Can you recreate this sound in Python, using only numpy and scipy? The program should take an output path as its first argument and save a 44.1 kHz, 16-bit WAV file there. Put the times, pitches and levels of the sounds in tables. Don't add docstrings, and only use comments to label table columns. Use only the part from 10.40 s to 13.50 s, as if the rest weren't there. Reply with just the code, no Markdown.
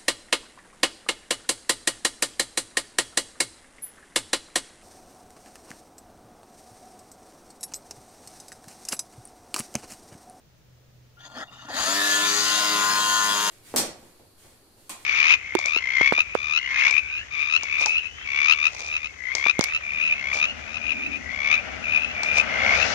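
import sys
import numpy as np
from scipy import signal
from scipy.fft import rfft, irfft
from scipy.io import wavfile
from scipy.ndimage import uniform_filter1d

SR = 44100
rng = np.random.default_rng(int(sys.argv[2]) if len(sys.argv) > 2 else 0)


def generate_wav(sig):
    pcm = np.round(np.clip(np.atleast_2d(sig).T, -1, 1) * 32767).astype(np.int16)
    wavfile.write(sys.argv[1], SR, pcm)


N = 136710
T = np.arange(N) / SR
HZ = np.fft.rfftfreq(N, 1 / SR)

# frequency in Hz, relative level in dB.
AIR_COLOUR_DB = [(25,-12),(70,-8),(140,-8),(270,-19),(500,-18),(900,-25.5),(6500,-30.5),(8200,-39),(13000,-40),(15000,-32)]
# frequency in Hz, left-right correlation of the air.
AIR_CORRELATION = [(30,0.56),(150,0.62),(2000,0.055)]
# frequency in Hz, rms level in dB.
HUM_DB = [(80,-68),(124.5,-60.5)]

# frequency in Hz, left minus right in dB.
BALANCE_DB = [(100,1.5),(400,-1.5),(1050,2.5),(1450,7.5),(1750,-0.5),(2150,9.5),(2650,-9.5),(3300,5),(4600,8),(5600,-0.5),(6600,10),(9000,18),(13500,22.5),(15000,11)]
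# frequency in Hz, phase lead of the left in radians.
LEAD_RAD = [(100,-0.15),(400,-0.25),(1000,-0.51),(1500,-1.6),(2400,-1.53)]
# frequency in Hz, left-right correlation of rattle and rasp.
HULL_CORRELATION = [(400,1),(1000,0.95),(2000,1),(4000,0.58),(15000,.1)]

# time in seconds, level in dB.
DRONE_DB = [(1.55,-60),(2.0,-53),(2.3,-51),(3.1,-52.5)]
# start and length in seconds, fundamental and octave in dB.
WINDING_BURSTS = [(0.768,0.25,-57,-72),(1.077,0.028,-64,-52.5),(1.112,0.18,-59,-65)]
# time in seconds, level in dB.
RATTLE_DB = [(.77,-74),(.795,-58),(.81,-45.5),(.825,-54),(.857,-40),(.88,-47),(.888,-61),(.902,-51),(.91,-55),(.92,-47.5),(.929,-52),(.951,-44),(.958,-38.5),(.988,-37),(.997,-37),(1.01,-35.5),(1.036,-39),(1.052,-53),(1.1,-58),(1.13,-43.5),(1.2,-47),(1.222,-44.5),(1.24,-46.5),(1.265,-44.5),(1.281,-56),(1.287,-38.5),(1.303,-36),(1.322,-40.5),(1.415,-27.5),(1.55,-60)]
# frequency in Hz, relative level in dB.
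RATTLE_COLOUR_DB = [(140,-18),(270,3.5),(400,-13.5),(650,3),(850,0.5),(1020,-3),(1400,1),(1560,-9.5),(1850,0.5),(2150,-19.5),(3500,-3.5),(4100,-17),(4750,-7.5),(5500,-23),(6500,-10),(8000,-27.5),(15000,-46)]
RASP_COLOUR_DB = [(60,-57),(160,-11),(260,-7),(380,-9),(620,2),(850,-2.5),(1300,5.5),(1800,1),(2150,-6.5),(2500,-5.5),(2900,-3.5),(3500,0),(4200,-3),(4750,0),(5600,-7.5),(6200,-4),(6700,2),(7300,0),(8000,-7.5),(9000,-11),(10200,-6.5),(11800,-14),(13900,-13.5),(15200,-11.5)]
# time in seconds, then low, middle and high band in dB before trim.
RASP_BANDS_DB = [(1.27,-55,-60.5,-67),(1.37,-32,-36.5,-36.5),(1.47,-26.5,-29,-35),(1.63,-29.5,-29.5,-33),(1.73,-28,-27.5,-32.5),(1.92,-27.5,-26.5,-33.5),(2.13,-26.5,-26,-33),(2.45,-26,-29,-33.5),(2.8,-28,-31,-33.5),(3.1,-29,-29,-32.5)]
# frequency in Hz, share of rasp power that repeats every turn.
CHATTER_SHARE = [(300,.01),(1400,0.52),(3300,0.49),(5500,0.43)]
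# centre and length in seconds, pitch in Hz, level in dB.
SQUEAL_EVENTS = [(1.035,0.017,1360,-38.5),(1.521,0.11,6770,-35),(1.598,0.44,1780,-34.5),(1.74,0.083,3235,-33),(1.747,0.14,6760,-32.5),(1.897,0.11,6310,-32.5),(2.022,0.084,4730,-32),(2.304,0.11,4630,-35),(2.537,0.15,5190,-35),(2.724,0.14,6600,-33),(2.827,0.18,6530,-34),(2.91,0.093,3367,-33)]

# time in seconds, turns per second.
SHAFT_HZ = [(0.77,20),(1.27,25),(1.355,41),(1.385,48.5),(1.42,62),(1.44,81),(1.46,91.5),(1.5,96.8),(1.6,100.6),(1.7,101.8),(1.94,102.8),(2.08,104.4),(2.23,104.1),(2.39,102.8),(2.64,104.3),(2.84,103.2),(3.1,103.1)]
# time in seconds, level in dB.
WHINE_DB = [(1.35,-67.5),(1.42,-53),(1.49,-29),(1.65,-36),(2.08,-33),(2.7,-35),(3.1,-32.5)]
# multiple of shaft speed, then broadside and astern level in dB relative to WHINE_DB.
WHINE_PARTIALS = [(2,-20,-17.5),(6,-16.5,-34),(8,-24,-29),(11,-11,-6),(12,-15,-9.5),(13,-13,-14.5),(15,-40,-12.5),(16,-25,-12.5),(18,-11,-10),(28,-14.5,-9)]
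# time in seconds, level in dB.
RING_3_DB = [(1.42,-74),(1.49,-39.5),(2.1,-47.5),(2.35,-42.5),(2.6,-49),(3.1,-51)]
RING_4_DB = [(1.48,-49),(1.62,-46.5),(1.9,-44),(1.99,-40.5),(2.2,-63),(2.35,-42.5),(2.75,-58),(2.95,-49.5)]
RING_7_DB = [(1.42,-71),(1.475,-37),(1.6,-42),(1.9,-59),(2.15,-46.5),(2.7,-60)]
RING_9_DB = [(1.5,-51.5),(2.5,-43.5),(2.8,-42.5),(3.1,-35.5)]
RING_10_DB = [(1.4,-54),(1.52,-34.5),(1.65,-43.5),(1.85,-34.5),(1.95,-52),(2.04,-39.5),(2.2,-33.5),(2.42,-30.5),(2.55,-28.5),(2.72,-27),(2.86,-30.5),(2.97,-30.5),(3.1,-38)]
RING_14_DB = [(1.33,-56),(1.38,-39),(1.45,-43),(1.48,-27.5),(1.6,-52),(1.75,-36.5),(1.87,-32.5),(1.96,-49.5),(2.2,-32),(2.42,-42),(2.6,-28.5),(2.78,-30.5),(2.9,-32),(3.1,-34)]
RING_17_DB = [(1.45,-58),(1.56,-34.5),(1.62,-30),(1.7,-30.5),(1.88,-34.5),(2.0,-46.5),(2.4,-62),(2.85,-35.5),(3.1,-45)]
RING_27_DB = [(1.95,-59),(2.17,-41),(2.45,-56),(2.72,-44),(3.1,-47)]
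RING_31_DB = [(2.42,-51),(2.64,-34),(3.1,-45)]
RINGS_DB = {3: RING_3_DB, 4: RING_4_DB, 7: RING_7_DB, 9: RING_9_DB, 10: RING_10_DB,
            14: RING_14_DB, 17: RING_17_DB, 27: RING_27_DB, 31: RING_31_DB}


def amp(db):
    return 10 ** (np.asarray(db) / 20)


def unit(x):
    return x / np.sqrt(np.mean(x ** 2) + 1e-20)


def at_hz(rows, hz=HZ):
    row_hz, value = np.transpose(rows)
    return np.interp(np.log(hz + 1), np.log(row_hz + 1), value)


def curve(rows, column=1):
    rows = np.array(rows)
    return np.interp(T, rows[:, 0], rows[:, column])


def envelope(rows, column=1):
    return amp(curve(rows, column)) * np.clip((T - rows[0][0]) * 100 + 1, 0, 1)


def drift(rate_hz):
    size = N // 64
    hz = np.fft.rfftfreq(size, N / size / SR)
    slow = irfft(rfft(rng.standard_normal(size)) * np.exp(-(hz / rate_hz) ** 2), size)
    return unit(np.interp(T, np.linspace(0, T[-1], size), slow))


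def resonate(x, hz, width_hz):
    carrier = np.exp(2j * np.pi * hz * T)
    pole = np.exp(-np.pi * width_hz / SR)
    baseband = signal.lfilter([(1 - pole) ** 2], [1, -2 * pole, pole ** 2], x / carrier)
    return unit((carrier * baseband).real)


def mic_gains(hz):
    left = amp(at_hz(BALANCE_DB, hz) / 2) * np.exp(.5j * at_hz(LEAD_RAD, hz))
    pair = np.array([left, 1 / left])
    return pair / abs(pair.mean(0))


def correlate(pair, correlation):
    left, other = rfft(pair)
    shared = np.clip(at_hz(correlation), 0, 1)
    return np.array([left, shared * left + np.sqrt(1 - shared ** 2) * other])


def unit_wave(spectrum):
    x = irfft(spectrum, N)
    return x / x.mean(0).std()


def background(air_db=-60, hum_width_hz=3.4):
    noise = correlate(rng.standard_normal((2, N)), AIR_CORRELATION)
    air = unit_wave(noise * amp(at_hz(AIR_COLOUR_DB)))
    hum = sum(amp(db) * resonate(rng.standard_normal(N), hz, hum_width_hz) for hz, db in HUM_DB)
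    return amp(air_db) * air + hum


def drone():
    return envelope(DRONE_DB) * resonate(rng.standard_normal(N), hz=179.5, width_hz=3.6)


def windings(switch_hz=1407, edge_s=0.0044, waver_db=3):
    phase = 2 * np.pi * switch_hz * T
    tone = np.zeros(N)
    for start_s, length_s, fundamental_db, octave_db in WINDING_BURSTS:
        gate = np.clip(np.minimum(T - start_s, start_s + length_s - T) / edge_s, 0, 1)
        tone += gate * (amp(fundamental_db) * np.sin(phase) + amp(octave_db) * np.sin(2 * phase))
    tone *= np.sqrt(2) * amp(waver_db * drift(rate_hz=40))
    return irfft(rfft(tone) * mic_gains(HZ), N)


def grit(click_share, clicks_per_s, spread_db, gate=1):
    strength = amp(spread_db * np.minimum(rng.exponential(1, N), 4))
    hits = rng.random(N) < clicks_per_s * gate / SR
    clicks = unit(strength * hits * rng.choice([-1, 1], N))
    hiss = unit(gate * rng.standard_normal(N))
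    return np.sqrt(click_share) * clicks + np.sqrt(1 - click_share) * hiss


def hull(pair, colour_db, patch_db):
    frames = signal.stft(np.array(pair), nperseg=512)[2]
    patches = uniform_filter1d(rng.standard_normal(frames.shape[1:]), size=5, axis=0)
    patches = unit(uniform_filter1d(patches, size=16, axis=1))
    patchy = signal.istft(frames * amp(patch_db * patches), nperseg=512)[1][:, :N]
    return correlate(patchy, HULL_CORRELATION) * mic_gains(HZ) * amp(at_hz(colour_db))


def rattle():
    pair = [grit(click_share=0.6, clicks_per_s=910, spread_db=1) for _ in range(2)]
    return envelope(RATTLE_DB) * unit_wave(hull(pair, RATTLE_COLOUR_DB, patch_db=5.5))


def chatter(turns, surfaces=5, steps_per_turn=32768):
    position = (turns * steps_per_turn).astype(int) % steps_per_turn
    contact, power = 0, 0
    for _ in range(surfaces):
        surface = unit(irfft(rfft(rng.standard_normal(290))[:-1], steps_per_turn))
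        weight = drift(rate_hz=3.77)
        contact += weight * surface[position]
        power += weight ** 2
    return unit(contact / np.sqrt(power))


def squeals(turns):
    rub = chatter(turns) + rng.standard_normal(N)
    out = np.zeros(N)
    for centre_s, length_s, hz, db in SQUEAL_EVENTS:
        swell = np.cos(np.pi * np.clip((T - centre_s) / length_s, -.5, .5))
        ring = swell * resonate(rub, hz, width_hz=86)
        out += amp(db) * ring * np.linalg.norm(swell) / np.linalg.norm(ring)
    return irfft(rfft(out) * mic_gains(HZ), N)


def rasp(turns, pulse_depth=0.22, crossovers_hz=(1900, 6650), trims_db=(-4, 0, -1.5)):
    gate = np.exp(pulse_depth * (np.cos(2 * np.pi * turns) + np.cos(4 * np.pi * turns)) / 2)
    share = at_hz(CHATTER_SHARE)
    pair = []
    for _ in range(2):
        buzz = rfft(unit(gate * chatter(turns)))
        spray = rfft(grit(click_share=0.86, clicks_per_s=3000, spread_db=1.5, gate=gate))
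        pair.append(irfft(np.sqrt(share) * buzz + np.sqrt(1 - share) * spray, N))
    spectrum = hull(pair, RASP_COLOUR_DB, patch_db=2.13)
    band = np.searchsorted(crossovers_hz, HZ)
    return sum(unit_wave(spectrum * (band == k)) * envelope(RASP_BANDS_DB, column=k + 1) * amp(db)
               for k, db in enumerate(trims_db))


def whine(turns, swing_start_s=2.45, swing_end_s=2.48, waver_db=1.6):
    astern = np.clip((T - swing_start_s) / (swing_end_s - swing_start_s), 0, 1)
    direct = [(multiple, envelope(WHINE_DB) * amp(side_db + astern * (stern_db - side_db)))
              for multiple, side_db, stern_db in WHINE_PARTIALS]
    ringing = [(multiple, envelope(rows)) for multiple, rows in RINGS_DB.items()]
    cruise_hz = SHAFT_HZ[-1][1]
    out = np.zeros((2, N))
    for multiple, gain in direct + ringing:
        waver = amp(waver_db * drift(rate_hz=10.6))
        tone = np.exp(2j * np.pi * (multiple * turns + rng.random()))
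        out += np.sqrt(2) * gain * waver * (mic_gains(multiple * cruise_hz)[:, None] * tone).real
    return out


def scene(jitter_turns=0.0023):
    turns = np.cumsum(curve(SHAFT_HZ)) / SR + jitter_turns * drift(rate_hz=37.7)
    return whine(turns) + rasp(turns) + squeals(turns) + rattle() + drone() + windings() + background()


def record(dry):
    lowpass = signal.firwin(511, 15650, window=("kaiser", 9), fs=SR)
    return signal.oaconvolve(dry, lowpass[None], "same")


dry = scene()
out = record(dry)
generate_wav(out)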